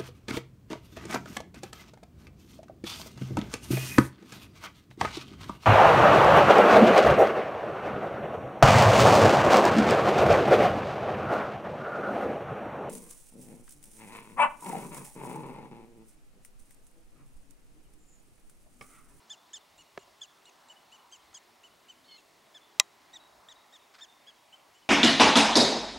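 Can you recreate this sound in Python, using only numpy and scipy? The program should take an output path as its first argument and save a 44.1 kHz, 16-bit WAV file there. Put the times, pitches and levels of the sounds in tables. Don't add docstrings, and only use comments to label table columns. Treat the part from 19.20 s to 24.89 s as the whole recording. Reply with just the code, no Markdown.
import sys
import numpy as np
from scipy import signal
from scipy.io import wavfile

SR = 44100
rng = np.random.default_rng(int(sys.argv[2]) if len(sys.argv) > 2 else 0)


def undo_db(level):
    steps = np.asarray(level, float) / 20
    return 10 ** steps


def transcribe(u):
    v = np.clip(np.atleast_2d(u).T, -1, 1)
    q = np.round(v * 32767).astype(np.int16)
    wavfile.write(sys.argv[1], SR, q)


N = 250929

# (f/Hz, level/dB per Hz)
AIR_MID = [(15, -42), (25, -17), (166, -10.5), (263, -7), (463, -4), (503, -11.5), (624, -3), (754, -3.5),
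           (988, -1), (1400, -9), (1560, -9.5), (2050, -8.5), (2480, -11.5), (3920, -12), (16000, -26)]
AIR_SIDE = [(15, -53), (25, -20), (188, -6.5), (226, -9.5), (374, -1.5), (471, -7.5), (606, 1.5),
            (3620, -13), (3970, -37.5), (6000, -39), (7800, -62.5), (13200, -120)]
AIR_MID_DB, AIR_SIDE_DB = -61.5, -71
# (t/s, half width/s, lift/dB)
RUSH_SWELLS = [
    (.3, .3, 1),
    (1.55, .5, 3),
    (2.25, .25, 2),
    (4.1, .45, 4.5),
    (4.75, .15, 1.5),
    (5.5, 0.11, 2),
]
DRONE_SWELLS = [
    (.01, 0.11, 4),
    (1.45, 0.37, 2.5),
    (3.1, 0.78, 3),
]
# (t/s, half width/s,
# lift/dB)
GUSTS = [(.37, 0.028, 10), (.51, 0.026, 14.5), (.6, 0.045, 20.5), (.78, 0.038, 20.5), (.93, .08, 8.5),
         (2.03, .05, 13.5), (2.11, 0.036, 19), (2.53, 0.039, 13.5), (2.82, .06, 11), (3.18, 0.077, 5),
         (3.6, 0.023, 11.5), (3.95, .15, 7), (4.17, 0.056, 12.5), (4.35, .04, 6), (5.15, .1, 2),
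         (5.5, .04, 7), (5.68, .08, 4.5)]
# (f/Hz, half width/Hz, level/dB)
CASE_HUM = (2015, 50, -84)
WHINE_HZ, WHINE_DB = 15734, -87

# (t/s, length/s, top f/Hz, crest place/0-1, level/dB)
FIRST_BARKS = [(0.095, 0.057, 1773, 0.36, -50.5), (0.331, 0.052, 1800, 0.31, -50),
               (0.579, 0.046, 1455, 0.56, -54), (0.79, 0.045, 1444, 0.6, -58),
               (1.009, 0.05, 1750, 0.25, -54), (1.254, 0.048, 1455, 0.32, -52),
               (1.485, 0.047, 1488, 0.56, -53.5), (1.716, 0.054, 1498, 0.53, -53.5),
               (1.914, 0.059, 1603, 0.27, -55), (2.14, 0.046, 1693, 0.28, -57),
               (2.433, 0.049, 1503, 0.39, -54.5), (2.679, 0.05, 1535, 0.41, -53.5),
               (2.965, 0.049, 1360, 0.4, -57.5)]
SECOND_BARKS = [
    (3.342, 0.052, 1775, 0.19, -59),
    (3.93, 0.047, 1948, 0.4, -60),
    (4.286, 0.048, 1932, 0.24, -61),
    (4.524, 0.052, 1888, 0.3, -61.5),
    (4.808, 0.05, 1820, 0.35, -57),
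    (5.065, 0.05, 1680, 0.47, -58.5),
    (5.323, 0.049, 1544, 0.48, -55.5),
    (5.544, 0.061, 1510, 0.46, -68.5),
]
# (relaxed level/dB, strained level/dB,
# gain as the mouth closes: relaxed/dB, strained/dB)
FIRST_VOICE = [(-10, 1, -3, -10), (-2.5, 0.3, 1, 1), (-18, -16, -12, 6), (-32.5, -25, 20, -4.5),
               (-34, -26.5, 6, -4), (-30, -31, -14, -7)]
SECOND_VOICE = [(0, 11, 3, -1), (-0.3, 2.9, -9, 0.1), (-28, -13, 3, -3), (-42.5, -24, 1, 2),
                (-34.5, -32, -9, -11), (-40, -41, 2.5, 3)]
# (top f/Hz, rise/share of pitch, even share of the fall/0-1,
# half-line level/dB, echo level/dB)
FIRST_STRAIN = [
    (1444, 0.207, 0.05, -42, -19),
    (1750, 0.203, 1, -14, -31),
]
SECOND_STRAIN = [
    (1526, 0.17, .2, -40, -26),
    (1864, 0.13, 0.4, -9, -19),
]
FIRST_SAG_PER_S, SECOND_SAG_PER_S = 6.85, 8.1
BEND_PER_CREST = 7.0
# (f/Hz, level/dB)
THROAT = [(1200, -27.5), (2300, -17.5), (2700, -11.5), (3100, -4), (3500, 0), (3900, 0.5), (4400, -7.5),
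          (5000, 7.5), (5600, -2.3), (6200, 21.5), (6800, 18.5), (7500, 17), (8400, 3), (10000, -4)]
# (place/0-1, level/dB)
EFFORT = [(0.0, 3), (0.06, -1), (0.15, 3), (0.35, 4), (0.6, 3), (0.85, 2), (0.94, -3), (1.0, 5)]
LEG_LOSS_DB = 17.5
BOUNCE = {5: (.3, 2380), 13: (.3, 3400), 14: (.6, 782), 15: (.5, 770), 16: (.6, 3620)}
# (t/s, gain per overtone above the second/dB, level thrown at the bank/dB)
FACING = [(.1, -0.6, -25.5), (.36, 1.35, -25), (.6, -0.3, -32), (.82, 0.5, -23), (1.15, -1, -25),
          (1.5, -0.9, -14), (1.74, -1.2, -15), (1.94, 1.2, -17), (2.16, 3, -26), (2.45, -2, -28),
          (2.98, -1.5, -28), (3.37, -2.5, -16), (3.95, 0, -18), (4.55, -0.5, -17), (4.83, 0.3, -23),
          (5.1, -1.7, -26), (5.33, -2, -20), (5.54, 1.5, -1.5)]
BANK_S = .064
# (delay/s, level/dB)
SCRUB = [(.056, -3), (.068, -3), (.083, -3), (.098, -3), (.12, -6), (.15, -6), (.19, -10)]

# (t/s, level/dB)
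KNOCK = [
    (.7757, -32),
    (.7775, -27),
    (.7805, -42),
    (.88, -52),
]
# (f/Hz, level/dB, t60/s)
KNOCK_MODES = [(192, -11, 0.02), (260, -2.5, 0.012), (388, -6, 0.044), (555, -5.5, 0.019), (705, -4, 0.018),
               (805, -12, 0.012), (1240, -5.5, 0.011), (1690, -8, 0.012), (1940, -37, 0.062),
               (3000, -30, .006), (4020, -8, 0.0058), (5770, -5, 0.0061)]
# (t/s, length/s, level/dB)
RUB = [
    (2.129, 0.0082, -58),
    (4.737, 0.044, -56),
    (4.783, 0.044, -54),
]
# (f/Hz, level/dB)
RUB_COLOUR = [(750, -4), (1400, 8), (2300, 1), (3300, 2.5), (4500, 3), (6000, -7.5), (8000, -42)]

# (t/s, first voice f/Hz, first level/dB, second voice f/Hz, second level/dB)
WAIL = [
    (2.842, 1720, -65, 2910, -90),
    (2.857, 2150, -65, 2950, -88),
    (2.875, 2240, -68, 3000, -78),
    (2.89, 2165, -63.5, 3110, -66.5),
    (2.925, 2150, -56, 2990, -66),
    (2.967, 2130, -57.5, 3000, -67),
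    (2.98, 1950, -68, 2930, -83),
    (2.997, 1490, -63, 2820, -90),
]
# (multiple of first voice, multiple of second voice, level/dB)
WAIL_LINES = [(1, 0, -7), (2, 0, 3.5), (3, 0, -16), (0, 1, 5), (3, -1, -1), (1, 1, -10)]

# (t/s, level/dB)
SNAP = [
    (3.5982, -5),
    (3.5986, -10),
    (3.5990, -9),
    (3.5995, -4),
    (3.6002, -10),
    (3.6013, -16),
]
# (f/Hz, level/dB, t60/s)
SNAP_MODES = [(636, -26, .035), (1190, -13.5, 0.035), (2011, -15.5, 0.027), (2760, -9, 0.008),
              (3580, 1.5, 0.0042), (4700, -11, 0.0072), (6140, 2, 0.0021), (5560, -12, 0.0068),
              (7060, -4, .005), (8460, -26, 0.011), (9400, -38.5, .02), (10620, -6, .003),
              (13200, -17, 0.0032)]
SNAP_RING = [(716, -43, .19), (810, -23, .05), (1030, -28, .06), (1330, -30, .03), (1900, -34, .05),
             (2482, -35, .05), (3220, -38, .06), (3870, -34, .035), (3870, -54, .2), (5730, -31, .04),
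             (6800, -49, .1)]
# (level/dB, t60/s, low f/Hz, high f/Hz)
SNAP_TAIL = (-33, .03, 600, 8000)


def rms_one(x):
    return x / np.sqrt(np.mean(x ** 2) + 1e-20)


def at_hz(points, hz):
    f, level_db = np.array(points).T
    return np.interp(np.log(hz), np.log(f), level_db)


def band(x, low_hz, high_hz):
    return signal.sosfilt(signal.butter(2, [low_hz, high_hz], "band", fs=SR, output="sos"), x)


def drift(rate):
    r = np.exp(-80 * np.pi * rate / SR)
    slow = signal.lfilter([1], [1, -2 * r, r * r], rng.standard_normal(N // 40 + 2002))[2000:]
    return np.interp(np.arange(N) / 40, np.arange(len(slow)), rms_one(slow))


def swells(rows):
    t = np.arange(N) / SR
    return sum(db * np.exp(-((t - s) / half) ** 2) for s, half, db in rows)


def air():
    lifts = [(swells(RUSH_SWELLS), 1050, .6), (swells(DRONE_SWELLS), 280, .8), (swells(GUSTS), 45, 1.1)]
    edges = 22 * 2 ** (np.arange(30) / 3)
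    white = rng.standard_normal((2, 2, N))
    out = np.zeros((2, N))
    for k, (low, high) in enumerate(zip(edges, edges[1:])):
        hz = np.sqrt(low * high)
        lift_db = sum((db - db.mean()) * np.exp(-(np.log(hz / centre_hz) / wide) ** 2)
                      for db, centre_hz, wide in lifts)
        wander_db = 1.5 * min(1, 2500 / hz) * drift(3.9)
        colour = undo_db([[at_hz(AIR_MID, hz)], [at_hz(AIR_SIDE, hz)]])
        out += colour * undo_db(lift_db + wander_db) * band(white[k % 2], low, high)
    return out / out.std(axis=1, keepdims=True) * undo_db([[AIR_MID_DB], [AIR_SIDE_DB]])


def electronic_whine():
    return undo_db(WHINE_DB) * np.sin(2 * np.pi * WHINE_HZ * np.arange(N) / SR)


def case_hum():
    hz, width_hz, db = CASE_HUM
    return undo_db(db) * rms_one(band(rng.standard_normal(N), hz - width_hz, hz + width_hz))


def calls():
    callers = [(FIRST_BARKS, FIRST_VOICE, FIRST_STRAIN, FIRST_SAG_PER_S),
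               (SECOND_BARKS, SECOND_VOICE, SECOND_STRAIN, SECOND_SAG_PER_S)]
    for rows, voice, (relaxed, strained), sag in callers:
        easy_db, hard_db, easy_close, hard_close = np.transpose(voice)
        for row in rows:
            strain = np.clip((row[2] - relaxed[0]) / (strained[0] - relaxed[0]), 0, 1)
            tilt_db = np.interp(row[0], *np.transpose(FACING)[:2])
            turn_db = tilt_db * np.maximum(np.arange(6) - 1, 0)
            voice_db = row[4] + turn_db + easy_db + strain * (hard_db - easy_db)
            close_db = easy_close + strain * (hard_close - easy_close)
            delivery = np.add(relaxed, strain * np.subtract(strained, relaxed))[1:]
            yield row, voice_db, close_db, [sag, *delivery]


def barks():
    direct, sent = np.zeros(N + SR), np.zeros(N)
    flutter = [drift(70) for k in range(3)]
    for n, (row, voice_db, mouth_db, delivery) in enumerate(calls()):
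        s, length, top_hz, crest, level_db = row
        sag, rise, droop, half_db, echo_db = delivery
        span = np.arange(round(s * SR), round((s + length) * SR))
        u = np.linspace(0, 1, len(span))
        early = abs(crest - u) / crest
        late = abs(u - crest) / (1 - crest)
        climb = 1 - rise * early ** max(1.4, BEND_PER_CREST * crest)
        slide = droop * (np.sqrt(late ** 2 + .01) - .1) * 1.1 + (1 - droop) * late ** 4
        fall = sag * (1 - crest) * length
        hz = top_hz * np.where(u < crest, climb, 1 - fall * slide)
        phase = 2 * np.pi * np.cumsum(hz) / SR
        effort = undo_db(np.interp(u, *np.transpose(EFFORT)) - LEG_LOSS_DB * (1 - hz / top_hz))
        effort = effort * np.minimum(1, np.minimum(u, 1 - u) / 0.026)
        bounce, notch_hz = BOUNCE.get(n, (0, top_hz))
        tones, call = [], 0
        for k, (db, close_db) in enumerate(zip(voice_db, mouth_db), 1):
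            tone_db = db + 5.5 + close_db * (u - .5) + at_hz(THROAT, k * hz) + 3.18 * flutter[k % 3][span]
            tones.append(undo_db(tone_db) * np.sin(k * phase))
            ground = rms_one(abs(1 - bounce * np.exp(2j * np.pi * k * hz / notch_hz)))
            call = call + tones[-1] * ground
        half_lines = sum(np.sin((k + .5) * phase) for k in range(2, 5))
        call += undo_db(level_db + half_db) * u * half_lines
        direct[span] += call * effort
        second = tones[1] * effort
        bank_db = np.interp(s, *np.transpose(FACING)[::2])
        direct[span + round(BANK_S * SR)] += second * undo_db(bank_db + 1.5) * np.sin(np.pi * u ** 0.77) ** 2
        sent[span] += second * undo_db(echo_db) * np.sin(np.pi * u ** 0.4)
    return direct[:N], sent


def scrub(sent):
    response = np.zeros(SR // 4)
    twigs = rng.standard_normal((len(SCRUB), 1800))
    for (delay, db), smear in zip(SCRUB, twigs):
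        at = round(delay * SR)
        response[at:at + 1800] += undo_db(db - 21) * smear * np.exp(-np.arange(1800) / 600)
    return band(signal.fftconvolve(sent, response)[:N], 2600, 6800)


def ring(clicks, hz, t60):
    r, w = undo_db(-60 / (t60 * SR)), 2 * np.pi * hz / SR
    return signal.lfilter([1, -1], [1, -2 * r * np.cos(w), r * r], clicks + 1e-18) * np.cos(w / 2)


def struck(contacts, modes, spread_db, low_hz, soft_hz):
    first, length = round(contacts[0][0] * SR), SR // 2
    at = [round(s * SR) - first for s, db in contacts]
    contact_db = np.array(contacts)[:, 1]
    body = np.zeros((2, length))
    for k, (hz, level_db, t60) in enumerate(modes):
        chance, clicks = rng.standard_normal((2, len(at))), np.zeros((2, length))
        clicks[0, at] = undo_db(contact_db + level_db + spread_db * chance[0])
        uneven = (-1) ** (k + 1) * min(.4, .08 + (600 / hz) ** 2)
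        clicks[1, at] = clicks[0, at] * uneven * undo_db(2 * chance[1])
        body += ring(clicks, hz, t60)
    body = signal.sosfilt(signal.butter(3, low_hz, "high", fs=SR, output="sos"), body)
    body = signal.sosfilt(signal.butter(2, soft_hz, fs=SR, output="sos"), body)
    return np.pad(body, [(0, 0), (first, N - first - length)])


def case_knock():
    return struck(KNOCK, KNOCK_MODES, 0.37, low_hz=160, soft_hz=3140) * undo_db(-5.0)


def rubbing():
    t, press = np.arange(N) / SR, np.zeros(N)
    for s, length, db in RUB:
        u = np.clip((t - s) / length, 0, 1)
        press += undo_db(db) * np.sin(np.pi * np.sqrt(u))
    grains = rng.standard_normal((2, N)) * (rng.random((2, N)) < .08)
    case = sum(undo_db(db) * rms_one(ring(grains[k % 2], hz, 5.7 / hz)) for k, (hz, db) in enumerate(RUB_COLOUR))
    return press * rms_one(band(case, 600, 5600))


def wail():
    s, *columns = np.transpose(WAIL)
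    span = np.arange(round(s[0] * SR), round(s[-1] * SR))
    first_hz, first_db, second_hz, second_db = [np.interp(span / SR, s, c) for c in columns]
    first = 2 * np.pi * np.cumsum(first_hz * (1 + 0.008 * drift(150)[span])) / SR
    second = 2 * np.pi * np.cumsum(second_hz * (1 + 0.015 * drift(150)[span])) / SR
    out = np.zeros(N)
    for m, n, db in WAIL_LINES:
        voice_db, rough_db = (second_db, 4.5) if n else (first_db, 2.5)
        level_db = db + voice_db + rough_db * drift(130)[span]
        out[span] += undo_db(level_db) * np.sin(m * first + n * second)
    return out


def case_snap():
    snap = struck(SNAP, SNAP_MODES + SNAP_RING, 3.7, low_hz=487, soft_hz=7900) * undo_db(-1.5)
    overloaded = 1.1 * np.tanh(snap / 1.1)
    return signal.sosfilt(signal.butter(5, [300, 15000], "band", fs=SR, output="sos"), overloaded)


def rattle():
    db, t60, low_hz, high_hz = SNAP_TAIL
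    age = np.arange(N) / SR - SNAP[-1][0]
    buzz = band(band(rng.standard_normal(N), low_hz, high_hz), low_hz, high_hz)
    return (age > 0) * undo_db(db - 60 * np.abs(age) / t60) * rms_one(buzz)


def scene():
    mid, side = air() + case_knock() + case_snap()
    direct, sent = barks()
    long_call = wail()
    echoes = scrub(sent + undo_db(-27) * long_call)
    mid = mid + electronic_whine() + case_hum() + direct + echoes + rubbing() + long_call + rattle()
    return np.array([mid + side, mid - side])


def band_limit(x):
    return signal.sosfilt(signal.butter(12, 16490, fs=SR, output="sos"), x)


def record(dry):
    rounded = 1.05 * np.tanh(dry / 1.05)
    cut = signal.sosfilt(signal.ellip(10, .5, 60, 15900, fs=SR, output="sos"), rounded)
    return band_limit(cut)


dry = scene()
out = record(dry)
transcribe(out)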